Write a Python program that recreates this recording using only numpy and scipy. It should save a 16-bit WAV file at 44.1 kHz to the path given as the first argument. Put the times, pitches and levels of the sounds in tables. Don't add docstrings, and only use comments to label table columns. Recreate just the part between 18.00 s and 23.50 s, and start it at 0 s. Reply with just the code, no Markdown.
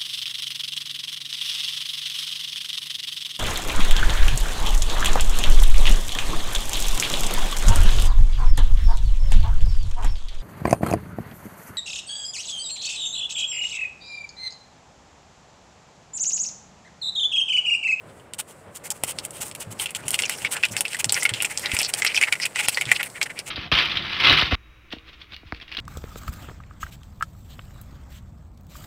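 import sys
import numpy as np
from scipy import signal
from scipy.io import wavfile

SR = 44100
rng = np.random.default_rng(int(sys.argv[2]) if len(sys.argv) > 2 else 0)


def inscribe(sig):
    pcm = np.round(np.clip(np.atleast_2d(sig).T, -1, 1) * 32767)
    wavfile.write(sys.argv[1], SR, pcm.astype(np.int16))


N = 242624

# [f/Hz, relative level/dB]
PAN_COLOUR = [(100, 0), (500, 16), (830, 4.5), (1080, 2), (1450, -0.5), (2200, 3.5), (3000, 3.5),
              (3800, -1.5), (5300, 3), (7000, -6.5), (12000, -6.5)]


def seeds(leak_lead_s=0.0092, leak_s=0.034, leak_db=-22, leak_hiss_db=-30,
          wisp_s=0.018, wisp_bubbling_db=-21.5, wisp_hiss_db=-15.5, wisp_share=0.43):
    # [t/s, bubble pitch f/Hz, bubble ring level/dB, husk snap level/dB, extra top treble of the snap/dB]
    timed_pops = [(.336, 2850, -32.5, -28.5, 4), (0.9044, 3200, -33, -18.5, 5),
                  (1.0366, 2840, -23, -16.5, 8), (1.1871, 4030, -23.5, -27, -17),
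                  (1.251, 2830, -39, -23, 9), (1.3076, 3000, -60, -32, 7), (1.5135, 2900, -37, -34.5, -10),
                  (1.551, 2860, -35, -30, 11), (1.7982, 3140, -21, -33, 8), (1.8588, 2900, -20.5, -29, 9),
                  (1.9069, 2410, -41, -31, 5), (1.9497, 3100, -23.5, -25, 3), (2.082, 3020, -30, -17.5, 3),
                  (2.1067, 5590, -33, -18, 8), (2.1433, 3100, -15, -19, 1), (2.1908, 2550, -16.5, -20, -16),
                  (2.222, 3150, -26, -21.5, -16), (2.236, 2840, -16, -43, -10),
                  (2.2544, 2450, -23.5, -46, -23), (2.2959, 2140, -21.5, -19, 6),
                  (2.4484, 2226, -14.5, -30.5, -2), (2.5673, 2600, -22.5, -30.5, -5),
                  (2.6293, 3020, -28, -35, -11), (2.6356, 2530, -9.5, -45, 11),
                  (2.652, 2800, -17.5, -24, 0), (2.7667, 2460, -19.5, -19, -2),
                  (2.8078, 3070, -25.5, -13.5, -2), (2.8525, 2550, -17.5, -37, 10),
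                  (2.8811, 4000, -34, -31, -17), (2.9325, 2730, -29, -28.5, -15),
                  (2.9465, 1860, -21, -28, -6), (2.968, 3200, -34, -34, 1), (3.0442, 5500, -31, -13.5, -13),
                  (3.0948, 4070, -16.5, -22.5, -33), (3.1232, 5060, -43, -11.5, 0),
                  (3.144, 5900, -19, -23, -14), (3.2246, 2080, -21, -29, 3), (3.2318, 2790, -32, -17, 4),
                  (3.253, 2176, -9.5, -24, 3), (3.2928, 3260, -22, -22, -16), (3.338, 3380, -18.5, -28, -7),
                  (3.4037, 2680, -16.5, -51, 0), (3.423, 2780, -22.5, -16.5, 8),
                  (3.447, 2510, -15.5, -28, -3), (3.4512, 2480, -32, -19, -2),
                  (3.5751, 5500, -23.5, -20, -26), (3.595, 5380, -38, -29.5, 10),
                  (3.659, 3900, -17.5, -38, 5), (3.717, 2670, -20, -28, -19),
                  (3.767, 2450, -18.5, -23.5, -16), (3.7892, 5560, -17.5, -20, -2),
                  (3.796, 5760, -24, -28, 12), (3.8162, 2380, -20.5, -21, 13),
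                  (3.8309, 4340, -22, -23, -32), (3.848, 4660, -22, -25.5, -36),
                  (3.9385, 5600, -23, -16, -8), (4.0211, 2030, -15, -23.5, -43),
                  (4.0487, 1990, -13, -20.5, 7), (4.065, 2600, -14.5, -23, -24),
                  (4.146, 2400, -18, -29, -3), (4.165, 3050, -16, -31, 12), (4.1759, 2520, -10.5, -26, -12),
                  (4.2135, 2190, -17, -20, -10), (4.2265, 2160, -13, -22, -10), (4.236, 2380, -9.5, -29, 3),
                  (4.325, 2280, -9.5, -19.5, 3), (4.354, 2100, -25, -38, -2), (4.4, 2110, -23, -32.5, -5),
                  (4.4529, 2620, -17.5, -36, -7), (4.4559, 2800, -20, -20, 4),
                  (4.5593, 2020, -19.5, -25.5, -45), (4.6845, 2780, -15, -11, 5.5),
                  (4.746, 4600, -23, -30.5, -11), (4.7731, 2000, -12.5, -43, -7),
                  (4.812, 2290, -15.5, -24, -1), (4.8552, 3430, -27, -32.5, -26),
                  (4.9163, 2090, -5.5, -14, -8), (5.0305, 2580, -20, -24.5, 19),
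                  (5.2147, 2260, -13.5, -26, -6), (5.2288, 4970, -22, -21.5, 0),
                  (5.3909, 4900, -25.5, -27.5, -3)]
    out = np.zeros(N)
    for s, hz, bubble_db, husk_db, top_db in timed_pops:
        leak = spurt(leak_s, hz, bubble_db + leak_db, bubble_db + leak_hiss_db)
        wisp = spurt(wisp_s, hz, bubble_db + wisp_bubbling_db, husk_db + wisp_hiss_db, wisp_share * top_db)
        add(out, s - leak_lead_s, leak)
        add(out, s, pop(hz, bubble_db, husk_db, top_db))
        add(out, s, wisp)
    return out


def pop(hz, bubble_db, husk_db, top_db, tear_s=0.00024, tear=0.3, wall_s=0.0015, wall=0.45,
        sharpness=6.74, torn_width=2.4, rattle=1.0, ring_db=-2.4, snap_db=-0.92):
    # [f/Hz, relative level per Hz/dB]
    snap_colour = [(60, -33), (500, -5.5), (830, -8.5), (1050, -25), (2300, -6), (3300, -1), (3800, -12.5),
                   (5400, -2), (6300, -6), (7300, 5), (8200, 6.5), (9800, 1), (12000, -9.5), (15500, -20)]
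    t = np.arange(SR // 14) / SR
    click = t == 0
    burst = click + tear * rng.standard_normal(len(t)) * np.exp(-t / tear_s)
    add(burst, wall_s * rng.uniform(.6, 1.6), wall * burst)
    snap = struck(through(burst, response(brightened(snap_colour, top_db))))

    torn = np.interp(husk_db - bubble_db, [-10, 2], [0, 1])
    width_hz = hz / sharpness * (1 + torn_width * torn)
    push = 1. * click
    add(push, rng.integers(1, 5) / hz, .9 * (1 - torn) * push)
    ring = resonate(push + rattle * burst, hz, width_hz)
    ring = through(ring, response(PAN_COLOUR))
    ring = struck(low_cut(ring, hz=900))

    snap_heard = gain_of(husk_db + snap_db) * echoed(snap, t, echo_db=-6.0)
    ring_heard = gain_of(bubble_db + ring_db) * echoed(ring, t, echo_db=-1.5)
    return snap_heard + ring_heard


def echoed(x, t, echo_db):
    # [t after the pop/s, relative level/dB]
    echo_strength = [(.002, 29), (.005, -13), (.007, 8.5), (.009, 15), (.0105, -4.5), (.015, -14),
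                     (.02, -11), (.03, -80), (.06, -58)]
    strength = gain_of(np.interp(t, *np.transpose(echo_strength), left=-100))
    present = rng.random(len(t)) < .15
    taps = rng.standard_normal(len(t)) * present * strength
    return x + gain_of(echo_db) * np.std(x) * evened(through(x, taps))


def thumps():
    # [t/s, level/dB]
    thump_times = [(1.0371, -22.5), (3.0441, -34), (3.7893, -30.5), (3.816, -33.5), (4.6844, -23)]
    # [f/Hz, relative level per Hz/dB]
    thump_colour = [(25, -10), (100, 9.5), (400, 4), (800, 13), (1100, 2), (2500, -21), (8000, -63)]
    out = np.zeros(N)
    for s, db in thump_times:
        add(out, s, gain_of(db) * struck(response(thump_colour)))
    return out


def spurt(length_s, hz, bubble_db, steam_db, lift_db=0, bubble_width=0.3, crater_width_hz=3500,
          jet_width_hz=1300, jet=0.87, wet_top_db=-5, dry_top_db=2, bubbling_db=1.5, hiss_db=2.5, size=5000):
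    # [f/Hz, relative level per Hz/dB]
    hiss_colour = [(150, -46), (600, -14.5), (850, 4), (1080, -2.5), (2000, -2), (3000, -3.5), (4000, -3.5),
                   (5500, -3), (6300, -2), (7600, -3), (8700, 1.5), (10000, 1.5), (12000, -4.5),
                   (15500, -4.5)]
    count = int(np.clip(length_s * SR, size // 20, size))
    swell = np.sin(np.linspace(0, np.pi, count))

    top_db = lift_db + np.interp(steam_db - bubble_db, [-8, 6], [wet_top_db, dry_top_db])
    hiss = crackle(size, per_s=3000, spread_db=4.0, smooth=0.63)[:count]
    hiss = evened(through(hiss, response(brightened(hiss_colour, top_db))))
    whistle = resonate(hiss, rng.uniform(7300, 8720), jet_width_hz)
    hiss = evened(hiss + jet * evened(whistle))

    bubbling = crackle(size, per_s=900, spread_db=2.5, smooth=0.77)[:count]
    bubbling = resonate(bubbling, hz, bubble_width * hz)
    bubbling = resonate(bubbling, hz, crater_width_hz)
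    bubbling = evened(through(bubbling, response(PAN_COLOUR)))
    return swell * (gain_of(steam_db + hiss_db) * hiss + gain_of(bubble_db + bubbling_db) * bubbling)


def foam(tick_ring_db=12, tick_snap_db=11, spit_s=0.037, spit_bubbling_db=2, spit_hiss_db=-4):
    # [t/s, length t/s, bubble pitch f/Hz, bubbling level/dB, hiss level/dB]
    timed_spurts = [(0.382, 0.034, 2980, -35.5, -29), (.468, 0.069, 2980, -57, -50),
                    (0.743, 0.043, 3000, -50, -39.5), (0.834, 0.052, 2160, -46, -38.5),
                    (0.904, 0.023, 5040, -41, -30), (.936, .052, 2600, -59, -49),
                    (1.063, 0.065, 3020, -39.5, -31), (1.223, .05, 3180, -55, -45),
                    (1.322, 0.084, 3060, -48.5, -42.5), (1.402, 0.039, 2940, -39.5, -30),
                    (1.425, 0.086, 3000, -55, -39), (1.595, 0.042, 3020, -43, -34.5),
                    (1.703, 0.037, 3150, -50, -40.5), (1.786, 0.07, 2800, -36, -30),
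                    (1.879, 0.03, 2640, -40.5, -51), (1.952, .022, 3030, -35, -30.5),
                    (1.967, 0.053, 1670, -47, -50), (2.05, .034, 2820, -46, -43),
                    (2.12, 0.048, 2900, -33.5, -32), (2.176, 0.049, 2600, -40, -35),
                    (2.249, 0.019, 6800, -30.5, -56), (2.288, 0.07, 2880, -34.5, -36.5),
                    (2.363, .045, 2700, -59, -42), (2.412, 0.028, 2700, -39, -40.5),
                    (2.452, 0.031, 2670, -31, -58), (2.507, 0.047, 3050, -34.5, -27),
                    (2.53, 0.068, 1590, -35.5, -46), (2.629, 0.035, 2470, -24, -52),
                    (2.707, 0.039, 6700, -42, -38), (2.728, 0.075, 2060, -39, -49),
                    (2.764, 0.044, 5100, -35.5, -37), (2.892, 0.072, 2760, -39.5, -40),
                    (2.987, 0.03, 2500, -28, -26.5), (3.13, 0.092, 2720, -40, -34.5),
                    (3.148, 0.044, 2040, -26, -50), (3.194, 0.034, 6100, -35, -39),
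                    (3.282, 0.04, 1980, -33.5, -54), (3.332, 0.066, 2930, -36.5, -43),
                    (3.495, 0.041, 2160, -34, -36.5), (3.601, 0.052, 5400, -43, -39),
                    (3.624, 0.062, 1920, -31, -50), (3.671, 0.15, 2220, -32.5, -43),
                    (3.733, 0.029, 2260, -38, -29), (3.791, 0.03, 2590, -24.5, -33),
                    (3.83, .047, 4600, -28.5, -53), (3.875, .037, 2760, -37.5, -33),
                    (3.967, 0.043, 2060, -39.5, -31.5), (4.065, 0.02, 4640, -22.5, -52),
                    (4.067, 0.068, 2460, -29.5, -46), (4.139, 0.04, 5440, -27, -38),
                    (4.2, 0.054, 2380, -28, -37.5), (4.267, 0.03, 1880, -26.5, -43.5),
                    (4.41, 0.041, 5050, -27.5, -40), (4.414, 0.038, 2430, -28.5, -42),
                    (4.543, 0.073, 2620, -33, -40), (4.578, 0.044, 2420, -23.5, -30.5),
                    (4.622, 0.047, 2500, -28.5, -33), (4.671, 0.038, 4740, -30.5, -53),
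                    (4.712, 0.037, 2630, -38.5, -36), (4.803, 0.029, 2230, -47, -39),
                    (4.864, 0.071, 2160, -32, -42.5), (4.944, 0.035, 4140, -33.5, -55),
                    (4.95, 0.029, 2830, -27, -39.5), (4.992, 0.03, 2060, -25, -40),
                    (5.044, 0.04, 2000, -40, -38), (5.143, 0.049, 1980, -37, -49.5),
                    (5.216, 0.017, 1810, -31, -45), (5.254, 0.022, 1950, -33, -43),
                    (5.293, 0.031, 2000, -35, -49), (5.356, 0.065, 2330, -38, -54),
                    (5.457, 0.044, 2640, -37.5, -39)]
    out = np.zeros(N)
    for s, *shape in timed_spurts:
        add(out, s, spurt(*shape))
    for s, hz, bubble_db, husk_db in small_bursts(count=30, spread_db=15):
        add(out, s, pop(hz, bubble_db + tick_ring_db, husk_db + tick_snap_db, top_db=-6))
    for s, hz, bubble_db, steam_db in small_bursts(count=60, spread_db=5):
        add(out, s, spurt(spit_s, hz, bubble_db + spit_bubbling_db, steam_db + spit_hiss_db))
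    return out


def small_bursts(count, spread_db, crowding=1.6, start_hz=3280, sag_hz_per_s=257, scatter_octaves=.25,
                 young_share=.3, young_ratio=1.95):
    draws, clock = rng.random((count, 5)), np.arange(N) / SR
    due = np.cumsum(gain_of(crowding * frying_db(clock)))
    s = np.interp((np.arange(count) + draws[:, 0]) / count, due / due[-1], clock)
    usual_hz = start_hz - sag_hz_per_s * s
    hz = usual_hz * 2 ** (scatter_octaves * (2 * draws[:, 1] - 1))
    hz = hz * np.where(draws[:, 2] < young_share, young_ratio, 1)
    bubble_db, burst_db = frying_db(s) - spread_db * draws[:, 3:].T
    return zip(s, hz, bubble_db, burst_db)


def frying_db(s):
    # [t/s, level before trims/dB]
    frying = [(0, -60), (.78, -58), (1.05, -52), (1.95, -50.5), (2.3, -43.5), (2.8, -48), (3.2, -45),
              (4.1, -42.5), (4.4, -47.5), (4.85, -43), (5.2, -50.5), (5.5, -52.5)]
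    return np.interp(s, *np.transpose(frying))


def pan_ring(x):
    # [f/Hz, width f/Hz, level/dB]
    pan_modes = [(833, 29, 3.5), (1433, 54, 2), (2037, 125, -9), (2520, 110, -28), (5430, 63, -11),
                 (8600, 60, -29)]
    return x + sum(gain_of(db) * resonate(x, hz, width_hz) for hz, width_hz, db in pan_modes)


def kitchen(x, t60=0.073, wet_db=-21):
    t = np.arange(SR // 2) / SR
    tail = rng.standard_normal(len(t)) * gain_of(-60 * t / t60) * (t > .008)
    return x + gain_of(wet_db) * through(x, tail / np.linalg.norm(tail))


def sizzle(trim_db=-2):
    # [f/Hz, relative level per Hz/dB]
    fine_colour = [(2000, -5), (3000, -25), (4000, -9), (6300, -8.5), (8000, 1), (9500, -3.5), (12000, -13),
                   (15500, -13.5)]
    noise = crackle(N, per_s=1000, spread_db=4.5, smooth=3.8)
    noise = through(noise, response(fine_colour)) * waver(21.42, depth_db=4.0)
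    return gain_of(frying_db(np.arange(N) / SR) + trim_db) * evened(noise)


def simmer(brisk_db=-45, brisk_level_db=-50.5, slope=1.87):
    noise = resonate(crackle(N, per_s=810, spread_db=6, smooth=0.35), 1840, 1140)
    noise = through(noise, response(PAN_COLOUR)) * waver(30, depth_db=2.5)
    level_db = brisk_level_db + slope * (frying_db(np.arange(N) / SR) - brisk_db)
    return gain_of(level_db) * evened(noise)


def bumps(rise_s=0.0014, overtone=0.23, overtone_ratio=2.3, shudder=0.47, shudder_hz=170,
          shudder_width_hz=110, linger=0.89, sag=0.57, settle_s=0.0032):
    # [t/s, settled pitch f/Hz, level/dB, time for the tone to fall 60 dB t/s]
    soft_bumps = [(1.669, 106, -31.5, 0.35), (2.057, 126, -32, 0.077), (2.708, 106, -31, 0.2),
                  (3.059, 108.6, -30, 0.19), (3.315, 108, -25.5, 0.14), (3.735, 73, -14, 0.036),
                  (4.865, 117, -29, 0.2)]
    out, t = np.zeros(N), np.arange(SR // 3) / SR
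    for s, hz, db, t60 in soft_bumps:
        turns = np.cumsum(hz * (1 + sag * np.exp(-t / settle_s))) / SR
        tone = np.sin(2 * np.pi * turns) + overtone * np.sin(2 * np.pi * overtone_ratio * turns)
        shake = resonate(rng.standard_normal(len(t)), shudder_hz, shudder_width_hz)
        shake = evened(resonate(shake, shudder_hz, shudder_width_hz))
        knock = shudder * shake * gain_of(-60 * t / (linger * t60)) - tone * gain_of(-60 * t / t60)
        add(out, s, gain_of(db) * (1 - np.exp(-t / rise_s)) * knock)
    return out


def kitchen_rush():
    # [f/Hz, relative level per Hz/dB]
    rush_colour = [(20, -10), (55, -10.5), (105, 3), (165, 0.5), (235, -4.5), (350, -4), (420, -2.5),
                   (580, -1), (800, -8), (930, -7), (1200, -9), (2800, -20), (4500, -31), (12000, -49)]
    # [t/s, level/dB]
    rush_level = [(0, -48), (.78, -48), (1.05, -44.5), (3.2, -45.5), (5.5, -47)]
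    noise = through(rng.standard_normal(N), response(rush_colour, size=8192)) * waver(22, depth_db=2.0)
    return gain_of(np.interp(np.arange(N) / SR, *np.transpose(rush_level))) * evened(noise)


def crackle(count, per_s, spread_db, smooth):
    size = gain_of(spread_db * np.minimum(rng.exponential(1, count), 4)) * rng.choice([-1, 1], count)
    bursts = evened(size * (rng.random(count) < per_s / SR))
    return evened(bursts + smooth * rng.standard_normal(count))


def waver(per_s, depth_db):
    knots = np.arange(0, N / SR + 1, 1 / per_s)
    return gain_of(depth_db * np.interp(np.arange(N) / SR, knots, rng.standard_normal(len(knots))))


def brightened(points, top_db):
    hz, db = np.transpose(points)
    return np.transpose([hz, db + top_db * np.interp(hz, [8200, 12000], [0, 1])])


def response(points, size=2048):
    hz, db = np.transpose(points)
    bins_hz = abs(np.fft.fftfreq(size, 1 / SR))
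    log_gain = np.log(gain_of(np.interp(np.log(bins_hz + 1), np.log(hz), db)))
    spectrum = np.exp(np.conj(signal.hilbert(log_gain)))
    return np.fft.ifft(spectrum).real[:size // 2]


def through(x, taps):
    return signal.fftconvolve(x, taps)[:len(x)]


def resonate(x, hz, width_hz):
    return signal.lfilter(*signal.iirpeak(hz, hz / width_hz, SR), x)


def low_cut(x, hz, order=2):
    return signal.lfilter(*signal.butter(order, hz, "high", fs=SR), x)


def gain_of(db):
    return 10 ** (np.asarray(db) / 20)


def evened(x):
    return x / np.sqrt(np.mean(x ** 2) + 1e-20)


def struck(x, size=132):
    return x / np.sqrt(np.mean(x[:size] ** 2) + 1e-20)


def add(mix, s, sound):
    part = mix[max(round(s * SR), 0):][:len(sound)]
    part += sound[:len(part)]


def scene():
    pan = kitchen(pan_ring(seeds() + foam()))
    background = sizzle() + simmer() + bumps() + kitchen_rush()
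    return (pan + thumps() + background)[None]


def record(dry, low_cut_hz=36, edge_hz=15650):
    heard = np.clip(low_cut(dry, low_cut_hz, order=1), -1, 1)
    lowpass = signal.firwin(301, edge_hz, window=("kaiser", 9), fs=SR)
    return signal.oaconvolve(heard, lowpass[None], "same")


dry = scene()
out = record(dry)
inscribe(out)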